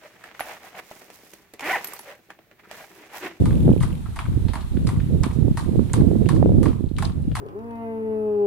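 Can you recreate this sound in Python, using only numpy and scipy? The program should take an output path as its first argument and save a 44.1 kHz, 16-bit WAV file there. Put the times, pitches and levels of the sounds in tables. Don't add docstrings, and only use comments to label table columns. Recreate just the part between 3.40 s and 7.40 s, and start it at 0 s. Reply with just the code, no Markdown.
import sys
import numpy as np
from scipy import signal
from scipy.io import wavfile
from scipy.ndimage import uniform_filter1d

SR = 44100
rng = np.random.default_rng(int(sys.argv[2]) if len(sys.argv) > 2 else 0)


def master(y):
    cut = np.clip(np.atleast_2d(y).T, -1, 1)
    pcm = np.round(cut * 32767)
    wavfile.write(sys.argv[1], SR, pcm.astype(np.int16))


N = 176400
T = np.arange(N) / SR
LEFT, RIGHT = range(2)
# roll_db (compared with the first touch), roll_decay_s, crunch_rise_s
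FLAT, DRAGGED = (-3, 0.0029, .0004), (12, 0.01, 0.0034)


def amp(db):
    return 10 ** (np.asarray(db) / 20)


def rms_one(x):
    return x / np.sqrt(np.mean(x ** 2) + 1e-20)


def in_time(rows):
    times, values = np.transpose(rows)
    return np.interp(T, times, values)


def at_hz(rows, hz, column=1):
    rows = np.array(rows)
    return np.interp(np.log(hz), np.log(rows[:, 0]), rows[:, column])


def filt(x, hz, kind, order=2):
    sections = signal.butter(order, np.clip(hz, 10, .45 * SR), kind, fs=SR, output="sos")
    return signal.sosfilt(sections, x + 1e-18)


def drift(rate_hz):
    step = 40
    r = np.exp(-2 * np.pi * rate_hz * step / SR)
    slow = signal.lfilter([1], [1, -2 * r, r * r], rng.standard_normal(N // step + 2002))[2000:]
    return np.interp(np.arange(N) / step, np.arange(len(slow)), rms_one(slow))


def ring(x, hz, ring_s):
    r = np.exp(-np.log(1000) / (ring_s * SR))
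    angle = 2 * np.pi * hz / SR
    return signal.lfilter([0, np.sin(angle)], [1, -2 * r * np.cos(angle), r * r], x + 1e-18)


def linger(energy, seconds):
    r = np.exp(-1 / (seconds * SR))
    return signal.lfilter([1 - r], [1, -r], energy + 1e-18)


def add(out, start_s, x):
    i = int(np.clip(start_s * SR, 0, N - 1))
    out[..., i:i + x.shape[-1]] += x[..., :N - i]


def noise_bands(count, lowest_hz=22):
    white = rng.standard_normal((2, 2, N + 8000))
    edges = lowest_hz * 2 ** (np.arange(count + 1) / 2)
    for k in range(count):
        yield np.sqrt(edges[k] * edges[k + 1]), filt(white[k % 2], edges[k:k + 2], "band")[:, -N:]


def crunch(decay_s, per_s=5000, rise_s=0.00092, size=6000):
    t = T[:size]
    clicks = (rng.random(size) < per_s / SR) * rng.standard_normal(size)
    grains = clicks * np.exp(-t / decay_s) * (1 - np.exp(-t / rise_s))
    return grains / (np.linalg.norm(grains) + 1e-9)


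def outdoor_hiss():
    # pitch_hz, level_db
    tone = [(100, -42.5), (400, -95), (700, -57), (1100, -65), (1600, -66), (2500, -68), (3900, -69),
            (5000, -75), (6500, -72), (9000, -77), (12000, -87), (15000, -69)]
    # time_s, level_db
    loudness = [(0, 10.5), (.5, 5.5), (1.0, 7), (2.1, 5.5), (2.5, 7.5), (2.95, 6.5), (3.05, 4), (3.3, 5.5),
                (3.45, -1.5), (4, 0)]
    hiss = sum(noise * amp(at_hz(tone, hz)) for hz, noise in noise_bands(count=19))
    return amp(-49 + in_time(loudness)) * rms_one(hiss)


def ticking(count=20, start_s=.1045, gap_s=.0249):
    out = np.zeros((2, N))
    for k in range(count):
        burst = np.array([crunch(.001), crunch(.001)]) * amp(rng.normal(0, 1.5))
        top = filt(burst, [9500, 13000], "band")
        body = amp(11) * filt(burst, [2250, 3400], "band")
        add(out, start_s + k * gap_s, amp(-23) * (top + body))
    return out


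def wind():
    # pitch_hz, left_db, right_db
    tone = [(25, -16, -19.5), (44.7, -8.5, -4.5), (78, 0.5, -2), (126, 2, -3.5), (190.5, -6, -6.5),
            (330, -19.5, -14), (453, -38, -25), (754, -33, -57), (1040, -75, -108)]
    # time_s, level_db
    gusts_left = [(0.0, -19.5), (0.2, -16), (0.31, -10.5), (0.34, -27.5), (0.45, -18), (0.47, -28),
                  (0.79, -39.5), (0.89, -23.5), (1.19, -40.5), (1.54, -19), (1.6, -28.5), (1.8, -21),
                  (1.94, -32), (2.1, -25.5), (2.28, -32.5), (2.37, -21), (2.43, -34), (2.61, -20.5),
                  (2.63, -26), (2.93, -28.5), (2.97, -18), (3.15, -16.5), (3.17, -20.5), (3.54, -42.5),
                  (3.55, -28), (3.85, -29.5), (3.91, -17.5), (4.0, -32)]
    # time_s, level_db
    gusts_right = [(0.0, -12.5), (0.06, -18), (0.31, -13.5), (0.42, -23.5), (0.60, -26), (0.63, -36.5),
                   (0.87, -31.5), (0.98, -25), (1.02, -23), (1.10, -23.5), (1.25, -33.5), (1.32, -29.5),
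                   (1.345, -18), (1.41, -25.5), (1.48, -16.5), (1.53, -27.5), (1.68, -26), (1.735, -13.5),
                   (1.77, -18.5), (1.95, -27), (1.968, -15.5), (2.115, -15.5), (2.135, -26), (2.25, -27),
                   (2.28, -18.5), (2.38, -17), (2.49, -23), (2.61, -12), (2.88, -14.5), (3.03, -13.5),
                   (3.3, -12), (3.33, -25), (3.44, -18.5), (3.56, -35.5), (3.6, -19.5), (3.73, -27),
                   (3.79, -22), (4.0, -27)]
    force_db = np.array([in_time(gusts_left), in_time(gusts_right)]) + 17
    steady_above_db = 8.5
    lumpiness = 1 / (1 + amp(force_db - steady_above_db) ** 2)
    lumps_db = 4 * lumpiness * np.array([drift(65), drift(44.6)])
    gusty, calm = 0, 0
    for hz, noise in noise_bands(count=12):
        sides_db = [[at_hz(tone, hz)], [at_hz(tone, hz, column=2)]]
        band = noise * amp(sides_db) * amp(2 * drift(20.6))
        sensitivity = 1 + 0.43 * np.clip(np.log2(hz / 130), -1, 2)
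        calm = calm + band
        gusty = gusty + band * amp(sensitivity * force_db + lumps_db)
    calm_level = np.sqrt(uniform_filter1d(calm ** 2, size=1800, axis=1))
    return amp(-16.5) * filt(gusty, 706, "low", order=4) / calm_level


def buffets(ring_cycles=4.26):
    # start_s, side (LEFT or RIGHT), peak_db, pitch_hz
    hits = [(.279, RIGHT, -3, 550), (.291, RIGHT, -0.5, 430), (0.315, RIGHT, -3, 368),
            (0.335, RIGHT, -10.5, 475), (0.363, RIGHT, -6.5, 413), (.893, RIGHT, -10, 139),
            (0.961, RIGHT, -5.5, 126), (.974, RIGHT, -9.5, 300), (1.063, RIGHT, -12, 256),
            (1.351, RIGHT, -7, 190), (1.374, RIGHT, -7, 306), (1.448, RIGHT, -7.5, 243),
            (1.538, LEFT, -13.5, 138.7), (1.571, RIGHT, -7, 174), (1.63, RIGHT, -9, 150),
            (1.725, RIGHT, -14.5, 131), (1.864, RIGHT, -6, 272), (1.987, RIGHT, -5, 266),
            (2.081, RIGHT, -7, 444), (2.11, RIGHT, -2.5, 220), (2.291, RIGHT, -7.5, 336),
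            (2.357, RIGHT, -5.5, 397), (2.393, RIGHT, -2.5, 400), (2.601, LEFT, -5, 150),
            (2.714, RIGHT, -9, 520), (2.755, RIGHT, -8, 470), (3.027, RIGHT, -1, 667),
            (3.059, LEFT, -1, 490), (3.093, RIGHT, -9.5, 573), (3.119, RIGHT, -9, 523),
            (3.407, RIGHT, -9.5, 325), (3.44, RIGHT, -6.5, 273), (3.513, RIGHT, -11, 298)]
    out = np.zeros((2, N))
    for start_s, side, peak_db, hz in hits:
        thump = ring(signal.unit_impulse(4096), hz, ring_cycles / hz)
        thump = filt(filt(thump, hz * 0.81, "low"), 92, "high")
        add(out[side], start_s, amp(peak_db) * thump / np.abs(thump).max())
    return out


def lot_echoes(x):
    # delay_s, level_db
    echoes = [(.021, -15), (0.031, -20.5), (0.08, -14)]
    # pitch_hz, level_db, fade_s (time to fall by 60 dB)
    wash = [(500, -2.5, 0.16), (946, 1.5, 0.32), (1460, -15.5, 0.88), (3700, 2.5, 0.13), (8000, -38, 0.39),
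            (14000, -16, 0.31)]
    out, mono = 0, x.mean(axis=0)
    for hz, noise in noise_bands(count=10, lowest_hz=440):
        energy = filt(mono, [hz / 2 ** .25, hz * 2 ** .25], "band") ** 2
        decay_s = at_hz(wash, hz, column=2) / np.log(10 ** 6)
        late = amp(at_hz(wash, hz)) ** 2 * linger(energy, decay_s)
        early = amp(-5.5) ** 2 * linger(energy, 0.014)
        out = out + rms_one(noise) * np.sqrt(linger(early + late, 0.00047))
    dull = filt(x, 4800, "low")
    for delay_s, level_db in echoes:
        for side, source in zip(out, dull):
            add(side, delay_s * rng.uniform(0.89, 1.03), amp(level_db) * source)
    return out


def loose_grit(per_s=14):
    out = np.zeros(N)
    for hz in (2800, 4000, 9000):
        sizes = amp(4 * np.minimum(rng.exponential(1, N), 3))
        clicks = sizes * (rng.random(N) < per_s / SR)
        out += amp(-54) * ring(clicks, hz, 18 / hz)
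    return out


def scuffs():
    # start_s, level_db, pitch_hz, decay_s
    scrapes = [(0.107, -4.5, 1590, 0.0024), (0.657, -4, 1110, 0.0082), (0.853, -5, 1450, 0.0026),
               (1.082, -4, 3000, 0.013), (1.168, -2, 950, .012), (1.208, -9.5, 3870, 0.009),
               (1.369, -6.5, 1900, 0.0033), (1.598, -5, 1820, 0.0086), (1.927, -12, 5800, .02),
               (2.497, -10, 1940, 0.0024), (2.578, -8, 1330, 0.0018), (2.858, -6, 2240, 0.0027),
               (2.948, -8.5, 5360, 0.021), (3.283, -11, 3565, 0.0049), (3.565, -7.5, 3260, 0.0013),
               (3.571, -29, 4000, .001), (3.648, 0, 4230, 0.0062), (3.915, -11, 1920, 0.0018)]
    out = np.zeros(N)
    for start_s, level_db, hz, decay_s in scrapes:
        scrape = filt(crunch(decay_s), [hz / 1.4, hz * 1.4], "band")
        add(out, start_s, amp(level_db - 11.5) * scrape / np.linalg.norm(scrape))
    return out


def stone_cracks():
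    # start_s, level_db, pitch_hz
    stones = [(1.473, 2, 4840), (1.8355, 3, 5470), (2.5331, 5, 7100), (2.5383, -2, 7540), (3.653, 4, 4500)]
    out = np.zeros((2, N))
    for start_s, level_db, hz in stones:
        burst = np.array([crunch(0.00032, per_s=20000) for _ in (LEFT, RIGHT)])
        add(out, start_s, amp(level_db + 2) * filt(burst, [hz / 1.18, hz * 1.18], "band"))
    return out


def crushed_grit(rise_s):
    crush = crunch(0.0096, rise_s=rise_s)
    grind = amp(-1.5) * crunch(0.041, per_s=1200, rise_s=rise_s)
    return filt(filt(crush + grind, 3170, "high"), 9200, "low", order=3)


def clop(pitch_hz, roll_db, roll_decay_s):
    # pitch_ratio, level_db, ring_s
    tones = [(.72, -11.5, 0.025), (.93, -5, 0.027), (1.12, -5, 0.031), (1.42, -2.5, 0.0066),
             (1.9, 0.5, 0.0073), (2.3, -3.5, 0.003), (2.8, -16.5, 0.021), (4.3, -12, 0.0055)]
    force = amp(roll_db) * crunch(roll_decay_s, per_s=550)
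    force[0] += 1
    out = 0
    for k, (ratio, level_db, ring_s) in enumerate(tones):
        tone = ring(force, pitch_hz * ratio * rng.normal(1, .035), ring_s)
        tone *= np.sqrt(ring_s * SR) / np.linalg.norm(tone)
        out = out + (-1) ** k * amp(level_db) * tone
    return filt(out, 470, "high")


def hooves(weight_lag_s=0.001567):
    # start_s, clop_db, grit_db, pitch_hz, way of landing (FLAT or DRAGGED)
    landings = [(0.055, 2, -3, 1100, FLAT), (0.405, -0.5, -5, 1080, DRAGGED), (0.4234, 4, 1, 1103, DRAGGED),
                (.757, 0, -5.5, 1053, DRAGGED), (0.7881, 6.5, -5, 1190, FLAT),
                (1.082, -4.5, -26, 900, FLAT), (1.133, 3.5, -3.5, 980, FLAT), (1.1535, 4, -8, 966, FLAT),
                (1.468, -1, 0, 1196, FLAT), (1.488, 3.5, -3.5, 1026, FLAT), (1.830, 4.5, 1.5, 954, DRAGGED),
                (1.838, 7, -22, 1090, FLAT), (2.171, 6.5, 1.5, 973, FLAT), (2.19, -2.5, -3.5, 1020, FLAT),
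                (2.1955, -5, -22, 1020, FLAT), (2.5332, -6, 5.5, 1026, FLAT), (2.535, 7.5, -24, 973, FLAT),
                (2.888, 9, 3.5, 1048, FLAT), (3.229, 0.5, 0, 1040, FLAT), (3.2555, 7, -8, 1033, FLAT),
                (3.583, 5.5, 0.5, 1165, FLAT), (3.6225, 8.5, 1.5, 916, FLAT), (3.9517, 7.5, 4, 1097, FLAT),
                (3.966, 5.5, -2.5, 970, FLAT), (3.989, 2, -6, 910, FLAT)]
    out = np.zeros((2, N))
    for start_s, clop_db, grit_db, pitch_hz, (roll_db, roll_decay_s, rise_s) in landings:
        add(out, start_s + weight_lag_s, amp(clop_db - 39) * clop(pitch_hz, roll_db, roll_decay_s))
        grit = np.array([crushed_grit(rise_s), crushed_grit(rise_s)])
        add(out, start_s, amp(grit_db - 8) * grit)
    return out


def microphone(x, peaks):
    for hz, gain_db, sharpness in peaks:
        b, a = signal.iirpeak(hz, max(sharpness * amp(gain_db / 2), .3), fs=SR)
        x = x + (amp(gain_db) - 1) * signal.lfilter(b, a, x)
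    return x


def scene():
    # pitch_hz, gain_db, sharpness (higher is narrower)
    left_peaks = [(4000, 9.5, 1.63), (9380, -9.5, 0.91), (14000, 9, 7.5)]
    # pitch_hz, gain_db, sharpness
    right_peaks = [(4500, -8, 0.88), (8190, 4.5, 2.44), (9650, 8, 4.34)]
    steps = hooves() + loose_grit() + scuffs()
    left, right = steps + lot_echoes(steps) + stone_cracks() + outdoor_hiss() + ticking()
    heard = np.array([microphone(left, left_peaks), microphone(right, right_peaks)])
    return heard + wind() + buffets()


def record(dry, cutoff_hz=14600):
    rounded = dry / (1 + np.abs(dry / .95) ** 6) ** (1 / 6)
    return signal.sosfilt(signal.ellip(10, .2, 80, cutoff_hz, fs=SR, output="sos"), rounded)


dry = scene()
out = record(dry)
master(out)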